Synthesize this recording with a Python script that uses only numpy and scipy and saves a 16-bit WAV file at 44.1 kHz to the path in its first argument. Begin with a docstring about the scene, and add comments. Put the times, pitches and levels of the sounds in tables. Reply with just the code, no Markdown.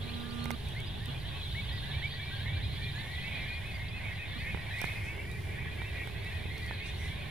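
"""Tidal flats, a stereo microphone far from a flock of shorebirds. From the start wind rumbles low,
small sandpipers peep in a dense chatter and larger waders whistle. Right at the microphone a lens motor
buzzes for half a second; the focus drive ticks throughout, and hands tick, knock and brush the camera.
A far engine drones until about 4 s while the whistling thickens. One gust passes near 5 s, and a run
of nearer peeps follows after 6 s."""
import sys
import numpy as np
from scipy import signal
from scipy.fft import rfft, irfft
from scipy.io import wavfile
from scipy.ndimage import map_coordinates

SR = 44100
rng = np.random.default_rng(int(sys.argv[2]) if len(sys.argv) > 2 else 0)


def waveform_to_disk(signal):
    """Save audio, clipped to [-1, 1], as 16-bit WAV at the path in sys.argv[1]."""
    frames = np.transpose(np.atleast_2d(signal))
    scaled = np.clip(frames, -1, 1) * 32767
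    samples = np.round(scaled).astype(np.int16)
    wavfile.write(sys.argv[1], SR, samples)


N = 322150
CALLER_PAN_DB = -1.6   # the whistling waders sit a little to the right


def from_db(db):
    return 10 ** (np.asarray(db) / 20)


def in_time(rows):
    """One curve per column, joining rows that begin with a time in seconds."""
    times_s, *columns = np.transpose(rows)
    return [np.interp(np.arange(N) / SR, times_s, column) for column in columns]


def at_hz(points, hz):
    """Values between the points, on a logarithmic frequency axis."""
    points_hz, values = np.transpose(points)
    return np.interp(np.log(hz), np.log(points_hz), values)


def drift(rate_hz):
    """Smooth random wander with a spread of about 1."""
    knots = rng.standard_normal(800)
    return map_coordinates(knots, [np.arange(N) / SR * rate_hz], order=3, mode="wrap")


def pan(x, db):
    """Mono to stereo; db is left over right."""
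    return x * from_db([[db / 2], [-db / 2]])


def ring(force, hz, t60_s):
    """One damped mode: a unit click sets a sine of height 1 ringing."""
    decay, step = from_db(-60 / (t60_s * SR)), 2 * np.pi * hz / SR
    return signal.lfilter([0, np.sin(step)], [1, -2 * decay * np.cos(step), decay * decay], force + 1e-18)


def coloured(spectrum):
    """Stereo noise of a given spectral shape; the mean of both sides has rms 1."""
    # how alike the two channels are: frequency_hz, correlation
    likeness = [(60, 0.99), (130, 0.85), (290, 0.32), (640, 0.18), (1410, 0.36), (3100, 0.62), (6820, -0.1),
                (15000, -0.17)]
    # their balance: frequency_hz, left_over_right_db
    sides = [(60, -3), (110, 0), (200, -3.5), (380, -4.5), (700, -9), (1290, -4.5), (2380, -2.5),
             (4400, 1.5), (8120, -4), (15000, -5.5)]
    hz = np.maximum(np.fft.rfftfreq(N, 1 / SR), 1)
    mid, side = rfft(rng.standard_normal((2, N))) * from_db(at_hz(spectrum, hz))
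    alike = np.clip(at_hz(likeness, hz), 0, 1)
    sign = np.array([[1], [-1]])
    channels = np.sqrt(1 + alike) * mid + sign * np.sqrt(1 - alike) * side
    out = irfft(channels * from_db(sign * at_hz(sides, hz) / 2), N)
    return out / np.sqrt(np.mean(out.mean(axis=0) ** 2))


def wind():
    """Open air at the microphone: four wavering noise bands; one gust lifts the wash and the hiss."""
    # spectral shapes of the four bands: frequency_hz, relative_density_db
    rumble = [(8.8, -36), (15, -9), (22, -21), (52, -4), (86, 0), (103, -0.5), (124, -6), (145, -7),
              (258, -23.5), (400, -28), (520, -55), (880, -120)]
    wash = [(150, 1), (260, 2), (420, -17), (520, 4.5), (800, 4), (1100, -0.5), (1300, -10), (1550, 3.5),
            (2300, 2), (3500, -0.5), (4600, -26), (6000, -39)]
    hollow = [(200, -16), (300, -7.5), (400, -0.5), (460, -3.5), (520, -31), (700, -39)]
    hiss = [(2650, -6.5), (4500, -3), (5120, -6), (5990, -11.5), (8570, -13), (9920, -4.5), (11600, -13),
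            (15600, -15)]
    # course of the hollow band near 400 Hz: time_s, level_db
    hollow_level = [(0, -54), (1, -58.5), (1.6, -60.5), (4.7, -62), (5.3, -53.5), (5.8, -54.5),
                    (7.3, -56.5)]
    gust_s, gust_length_s, gust_peak_db = 4.85, .4, 3.5
    gust_db = gust_peak_db * np.exp(-(2 * (np.arange(N) / SR - gust_s) / gust_length_s) ** 2)
    air = from_db(-39.5 + 1.1 * drift(5)) * coloured(rumble)
    air += from_db(-51.5 + gust_db + 1.33 * drift(10.5)) * coloured(wash)
    air += from_db(in_time(hollow_level)[0] + .74 * drift(12)) * coloured(hollow)
    air += from_db(-59.5 + gust_db + .9 * drift(7.1)) * coloured(hiss)
    return air


def far_engine():
    """A far engine: one low, wavering tone that fades with distance."""
    # course of the drone: time_s, pitch_hz, level_db
    drone = [(0.6, 136.8, -52), (0.76, 135.9, -50), (1.95, 139.6, -45.5), (3.26, 136.8, -49.5),
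             (3.36, 132.6, -55), (3.6, 146.6, -61)]
    hz, level_db = in_time(drone)
    fade = np.interp(np.arange(N) / SR, [.4, .7, 3.4, 3.9], [0, 1, 1, 0])
    waver = from_db(2.5 * drift(6))
    tone = np.sqrt(2) * np.sin(2 * np.pi * np.cumsum(hz) / SR)
    return pan(fade * waver * from_db(level_db) * tone, -1.3)


def lens_motor():
    """The motor's buzz travels through the housing, mostly to the right microphone port."""
    # lines of the buzz: frequency_hz, level_db
    lines = [(236.9, -44.5), (479.1, -62), (1195, -57), (1432, -62), (2148, -95), (2385, -64.5),
             (2789, -64)]
    # runs of the motor: start_s, stop_s, gain_db
    runs = [(0, 0.548, -3), (1.082, 1.103, -6.5), (4.359, 4.376, -7.5)]
    loading_db_per_s, edge_s = 17, .0044   # each run grows louder towards its end
    t = np.arange(N) / SR
    buzz, running = np.zeros((2, N))
    for hz, db in lines:
        buzz += from_db(db + 1.45 * drift(10.87)) * np.sin(2 * np.pi * hz * t + rng.uniform(0, 2 * np.pi))
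    for start_s, stop_s, gain_db in runs:
        gate = np.clip(np.minimum(t - start_s, stop_s - t) / edge_s + 1, 0, 1)
        running += gate * from_db(gain_db + loading_db_per_s * np.clip(t - stop_s, -1, 0))
    return pan(np.sqrt(2) * buzz * running, -23.5)


def focus_ticks():
    """The focus drive steps 25 times a second: faint, uneven knocks in the housing."""
    steps = ((.018 + np.arange(182) / 25) * SR).astype(int)
    clicks = np.zeros(N)
    clicks[steps] = from_db(-58.5 + 4.4 * np.minimum(rng.standard_normal(len(steps)), 1.5))
    return pan(ring(clicks, hz=1115, t60_s=.034) + ring(clicks, hz=790, t60_s=.018), -16.5)


def camera_ticks():
    """Each slip of the camera in the hands sends a 2.5 ms crackle into the shell's bright modes."""
    # slips: start_s, strength_db, left_over_right_db
    slips = [(0.4416, -44, -10), (0.455, -42, -9), (0.505, -43, -25), (0.513, -35.5, -8),
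             (0.6858, -46, -7.5), (0.8026, -47, -6.5), (1.057, -43, -11), (4.7855, -47, -6),
             (4.7914, -47, -4.5), (4.815, -40, -21), (4.841, -49, -21), (4.8518, -46, -19),
             (5.314, -49.5, -18), (6.0725, -46, 1), (6.2454, -51, -4.5), (6.58, -44.5, 7), (6.663, -48, -1),
             (6.7074, -59, -9)]
    # bright modes of the shell: frequency_hz, t60_s
    modes = [(5800, .0015), (8500, .002), (10500, .002), (13500, .0015)]
    force = np.zeros((2, N))
    for start_s, strength_db, pan_db in slips:
        at = int(start_s * SR)
        crackle = from_db(strength_db - 14) * rng.standard_normal(110) * np.hanning(110)
        force[:, at:at + 110] += pan(crackle, pan_db)
    return sum(ring(force, hz, t60_s) for hz, t60_s in modes)


def camera_knocks():
    """Soft pushes of 0.4 ms ring the camera body's dull modes, near the right microphone port."""
    # knocks, with their strength in the upper and lower modes: start_s, ring_db, thud_db
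    knocks = [(0.4575, -35, -33.5), (0.5061, -29, -52), (2.458, -48, -44), (4.547, -35, -30),
              (4.573, -40, -54), (4.818, -34, -45), (4.842, -29.5, -33), (5.818, -36, -42),
              (6.074, -38, -48), (6.456, -54, -37.5), (6.710, -34, -50)]
    # dull modes of the body: frequency_hz, t60_s
    modes = [(180, 0.029), (420, 0.01), (900, 0.0085), (1500, 0.0068), (2100, 0.018)]
    out = np.zeros(N)
    for hz, t60_s in modes:
        force = np.zeros(N)
        for start_s, ring_db, thud_db in knocks:
            at = int(start_s * SR)
            strength_db = ring_db if hz > 700 else thud_db
            force[at:at + 16] -= from_db(strength_db - 17) * np.hanning(16)
        out += ring(force, hz, t60_s)
    return pan(out, -16)


def finger_brushes():
    """Fingers brush the camera body: short swells of bright, grainy noise."""
    # strokes: centre_s, length_s, level_db
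    strokes = [(0.4, 0.19, -64), (.7, .06, -68), (4.818, 0.11, -62), (5.07, 0.079, -63), (6.88, 0.071, -62),
               (7.04, 0.18, -64)]
    # spectral shape of the rubbing: frequency_hz, relative_density_db
    spectrum = [(2650, -54), (4500, -30), (5260, 8.5), (5900, 4), (7180, -2), (9610, 5), (15600, -45)]
    t = np.arange(N) / SR
    swell = sum(from_db(db) * np.exp(-(2 * (t - centre_s) / length_s) ** 2)
                for centre_s, length_s, db in strokes)
    grain = from_db(1.5 * drift(100))
    return swell * grain * coloured(spectrum)


def add_call(out, start_s, length_s, contour_hz, level_db, pan_db, lead_s, scoop, hoarse_db, overtone_db):
    """One bird call: a sine with faint overtones through four pitches, made hoarse by unsteady breath."""
    t = np.arange(int((length_s + lead_s) * SR)) / SR - lead_s
    cubic = np.polyfit([0, 1 / 3, 2 / 3, 1], contour_hz, 3)
    hz = np.polyval(cubic, np.clip(t / length_s, 0, 1))
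    hz *= 1 - scoop * np.clip(-t / lead_s, 0, 1) ** 1.5   # the voice scoops up into the note
    phase = 2 * np.pi * np.cumsum(hz) / SR + rng.uniform(0, 2 * np.pi)
    swell = np.sin(np.pi * (t + lead_s) / (length_s + lead_s)) ** .4
    puffs = rng.standard_normal(90)
    breath = from_db(hoarse_db * np.interp(t + lead_s, np.arange(90) * .006, puffs))
    voice = np.sin(phase) + from_db(overtone_db) * (np.sin(2 * phase) + np.sin(3 * phase))
    call = np.sqrt(2) * from_db(level_db) * swell * breath * voice
    at = max(int((start_s - lead_s) * SR), 0)
    out[:, at:at + len(t)] += pan(call, pan_db)[:, :max(N - at, 0)]


def crowd(count, centre_hz, spread, length_s, arch, spread_db):
    """Many hoarse calls at random moments, most rising and falling again; rms 1."""
    out = np.zeros((2, N))
    calls = np.c_[rng.random(count), rng.standard_normal((count, 5))]
    for when, pitch, opening, ending, stretch, strength in calls:
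        bend = arch * np.array([-1 + .5 * opening, 0, .2, -.5 + .6 * ending])
        contour_hz = centre_hz * np.exp(spread * pitch + bend)
        add_call(out, when * N / SR, length_s * np.exp(.4 * stretch), contour_hz, spread_db * strength,
                 pan_db=-1.5 + 3 * opening, lead_s=.006, scoop=.05, hoarse_db=4, overtone_db=-40)
    return out / np.sqrt(np.mean(out ** 2) + 1e-20)


def far_flock():
    """Far out on the flats, waders' whistles and sandpipers' peeps merge into a chatter."""
    # swell and ebb of the flock: time_s, waders_db, sandpipers_db
    levels = [(0, -74, -47.5), (.6, -82, -53.5), (.85, -70, -49.5), (1.14, -71, -51.5), (1.4, -74, -47),
              (2.1, -57, -48), (2.9, -55, -49.5), (3.38, -46, -48.5), (3.65, -51, -55),
              (4.15, -49.5, -55.5), (4.35, -50, -50.5), (4.5, -46.5, -56), (4.62, -49, -53),
              (4.84, -44, -48), (5.18, -52, -76), (5.55, -51, -60), (5.8, -50.5, -55), (6.3, -50.5, -55.5),
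              (7, -51, -50.5), (7.3, -54, -55)]
    waders_db, sandpipers_db = in_time(levels)
    waders = crowd(count=1500, centre_hz=2160, spread=.11, length_s=.04, arch=.03, spread_db=3)
    sandpipers = crowd(count=4500, centre_hz=3620, spread=.1, length_s=.017, arch=.09, spread_db=2.5)
    return from_db(waders_db) * waders + from_db(sandpipers_db) * sandpipers


def near_peeps():
    """Sandpipers nearer the microphone: each peep rises steeply and falls further, in 30 ms."""
    # peeps: start_s, top_hz, level_db
    peeps = [(6.196, 4400, -59), (6.25, 4500, -60), (6.318, 4250, -57), (6.386, 4350, -58),
             (6.465, 4000, -58), (6.56, 4400, -57), (6.59, 4300, -60), (6.637, 4250, -58),
             (6.676, 4450, -56), (6.725, 4250, -59), (6.79, 4250, -60), (6.832, 4300, -60)]
    out = np.zeros((2, N))
    for start_s, top_hz, level_db in peeps:
        contour_hz = top_hz * np.array([.88, 1, .95, .76])
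        add_call(out, start_s, .03, contour_hz, level_db, pan_db=-1,
                 lead_s=.005, scoop=.04, hoarse_db=3, overtone_db=-40)
    return out


def arched_whistles():
    """One bird repeats a clear whistle: up to an early top, then a longer fall."""
    # its calls: start_s, length_s, top_hz, level_db
    calls = [(1.325, .11, 2600, -52), (2.519, .09, 2390, -48), (3.648, .085, 2590, -48),
             (3.92, .085, 2570, -47), (4.185, .087, 2570, -45.5), (4.452, .096, 2540, -46.5),
             (5.85, .065, 2690, -48.5), (6.266, .05, 2710, -51), (7.195, .05, 2530, -49)]
    # pitch at the start, the thirds and the end of a call: share_of_top
    shape = [.935, .998, .978, .905]
    out = np.zeros((2, N))
    for start_s, length_s, top_hz, level_db in calls:
        add_call(out, start_s, length_s, top_hz * np.array(shape), level_db, CALLER_PAN_DB,
                 lead_s=.008, scoop=.05, hoarse_db=1.5, overtone_db=-36)
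    return out


def carrying_calls():
    """Calls that carry above the flock, mostly waders' whistles with some higher sandpiper peeps among them: a
    slide plus an arch; short, forceful ones scoop up deeply."""
    # single calls: start_s, length_s, pitch_hz, slide_hz, level_db
    calls = [(.085, .03, 2390, 20, -52), (.25, .03, 1690, -20, -55), (.43, .024, 4280, -100, -53),
             (.672, .03, 3760, 0, -53), (.766, .055, 2150, 230, -45), (.875, .015, 4870, -100, -57),
             (1.02, .066, 1840, 80, -54), (1.155, .04, 2440, 50, -55), (1.248, .049, 1890, 230, -54),
             (1.33, .07, 1060, 0, -57), (1.46, .03, 2310, 150, -53), (1.564, .049, 2200, 80, -41),
             (1.643, .081, 2150, 190, -54), (1.724, .066, 1900, -40, -47.5), (1.835, .03, 1750, 170, -52),
             (1.85, .03, 2000, 20, -53), (1.878, .049, 1690, 60, -51), (1.913, .102, 2250, 250, -49),
             (1.98, .041, 1850, 30, -53), (2.035, .049, 2270, 180, -40), (2.139, .049, 1900, 30, -50),
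             (2.2, .032, 1820, 210, -53), (2.226, .075, 2280, 0, -47), (2.241, .125, 1840, -30, -54),
             (2.32, .06, 1570, 40, -51), (2.403, .148, 1750, 320, -52), (2.467, .049, 2190, 160, -43),
             (2.479, .041, 1970, 50, -50), (2.09, .1, 4470, 0, -59), (2.58, .041, 1730, 120, -52),
             (2.644, .035, 2420, 10, -52), (2.798, .064, 1770, -60, -52), (2.827, .081, 2330, -30, -46),
             (2.839, .084, 1870, 60, -52), (2.949, .122, 1710, 110, -51), (2.99, .046, 2030, -20, -50),
             (3.071, .27, 1910, 160, -48), (3.236, .032, 2560, 40, -47), (3.257, .041, 2240, 100, -47),
             (3.265, .038, 2650, -40, -50), (3.347, .125, 2000, 170, -49), (3.33, .13, 2300, -40, -47),
             (3.37, .046, 2540, 80, -51), (3.55, .038, 2120, 80, -48), (3.475, .135, 2370, -30, -43),
             (3.73, .05, 2120, -200, -48), (3.785, .075, 2090, 60, -45), (3.755, .02, 4570, -500, -58),
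             (3.882, .014, 4670, 1400, -55), (4.008, .084, 2050, 140, -49), (4.04, .087, 2150, -230, -47),
             (4.078, .041, 2520, 60, -48), (4.116, .035, 1920, 70, -51), (4.27, .07, 3520, -250, -52),
             (4.394, .049, 2520, 100, -49), (4.409, .035, 2020, -20, -47), (4.429, .038, 1810, -30, -50),
             (4.452, .073, 2090, 70, -47), (4.72, .045, 1880, 60, -46), (4.77, .035, 2010, 80, -45),
             (4.68, .025, 2300, 0, -48), (4.745, .03, 2480, 30, -46), (4.79, .12, 2420, 60, -48),
             (4.478, .035, 2200, 60, -45), (4.48, .03, 1850, 0, -47), (4.807, .046, 2310, 100, -48),
             (4.818, .055, 1710, 150, -48), (4.853, .044, 2100, 20, -45), (4.873, .041, 2240, 20, -48),
             (5.039, .041, 1870, 70, -50), (5.056, .064, 2520, 110, -50), (5.088, .055, 2210, 10, -46),
             (5.195, .035, 2320, 90, -49), (5.268, .046, 1920, -50, -51), (5.367, .046, 2040, 30, -51),
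             (5.564, .067, 1870, -50, -50), (5.587, .107, 2240, 170, -50), (5.666, .058, 1880, 50, -52),
             (5.788, .078, 2270, 0, -48), (5.31, .03, 3790, 100, -56), (5.962, .055, 1910, -70, -47),
             (5.968, .073, 2360, 260, -51), (6.002, .044, 2160, 30, -50), (6.235, .046, 2190, 170, -51),
             (6.255, .044, 1920, 0, -49), (6.316, .081, 1810, 40, -51), (6.336, .046, 2470, 40, -50),
             (6.519, .064, 2150, 110, -50), (6.606, .044, 2380, 30, -51), (6.623, .136, 1780, -370, -49),
             (6.641, .061, 2070, 50, -48), (6.716, .046, 2240, 220, -49), (6.789, .064, 2480, 130, -48),
             (6.806, .035, 2180, 10, -50), (6.841, .046, 2710, -90, -51), (7.033, .067, 1970, 40, -51),
             (7.13, .06, 1030, 30, -59), (2.962, .028, 6800, 0, -68), (3.018, .028, 7100, -300, -69),
             (3.075, .025, 6450, 0, -70), (6.86, .045, 5900, -400, -66), (6.99, .08, 5850, 250, -64),
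             (1.21, .06, 2030, 110, -58)]
    arch_hz_per_s, arch_max_hz = 900, 90   # a longer call arches higher
    out = np.zeros((2, N))
    progress = np.arange(4) / 3
    pans_db = CALLER_PAN_DB + 3.5 * rng.standard_normal(len(calls))
    for (start_s, length_s, pitch_hz, slide_hz, level_db), pan_db in zip(calls, pans_db):
        arch_hz = min(arch_hz_per_s * length_s, arch_max_hz) * 4 * progress * (1 - progress)
        contour_hz = pitch_hz + slide_hz * (progress - .5) + arch_hz
        scoop = .22 if length_s < .065 and level_db > -46 else .09
        add_call(out, start_s, length_s, contour_hz, level_db, pan_db,
                 lead_s=.018, scoop=scoop, hoarse_db=2.8, overtone_db=-34)
    return out


def across_flats(calls, wet_db):
    """Mud and water scatter echoes; the birds lie to the right, so the left channel hears them later."""
    t60_s, left_lag_s = .15, .00005
    tail = rng.standard_normal((2, 6000)) * from_db(-60 * np.arange(6000) / SR / t60_s)
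    tail /= np.linalg.norm(tail[0])
    echoes = signal.fftconvolve(calls.mean(axis=0)[None], tail, axes=1)[:, :N]
    left, right = calls + from_db(wet_db) * echoes
    samples = np.arange(N)
    return np.array([np.interp(samples - left_lag_s * SR, samples, left), right])


def scene():
    """Birds across the flats, the farthest with most echo; wind, engine and the camera close by."""
    flock = far_flock()
    callers = carrying_calls() + arched_whistles() + near_peeps()
    birds = across_flats(callers, wet_db=-11) + across_flats(flock, wet_db=-2)
    air = wind()
    camera = lens_motor() + focus_ticks() + camera_ticks() + camera_knocks() + finger_brushes()
    return air + far_engine() + camera + birds


def record(dry):
    """The recorder cuts the top treble steeply; its converter sits slightly off zero."""
    stopband_hz, offset = 15891.75, -.0024
    lowpass = signal.cheby2(20, 60, stopband_hz, fs=SR, output="sos")
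    return signal.sosfilt(lowpass, dry) + offset


dry = scene()
out = record(dry)
waveform_to_disk(out)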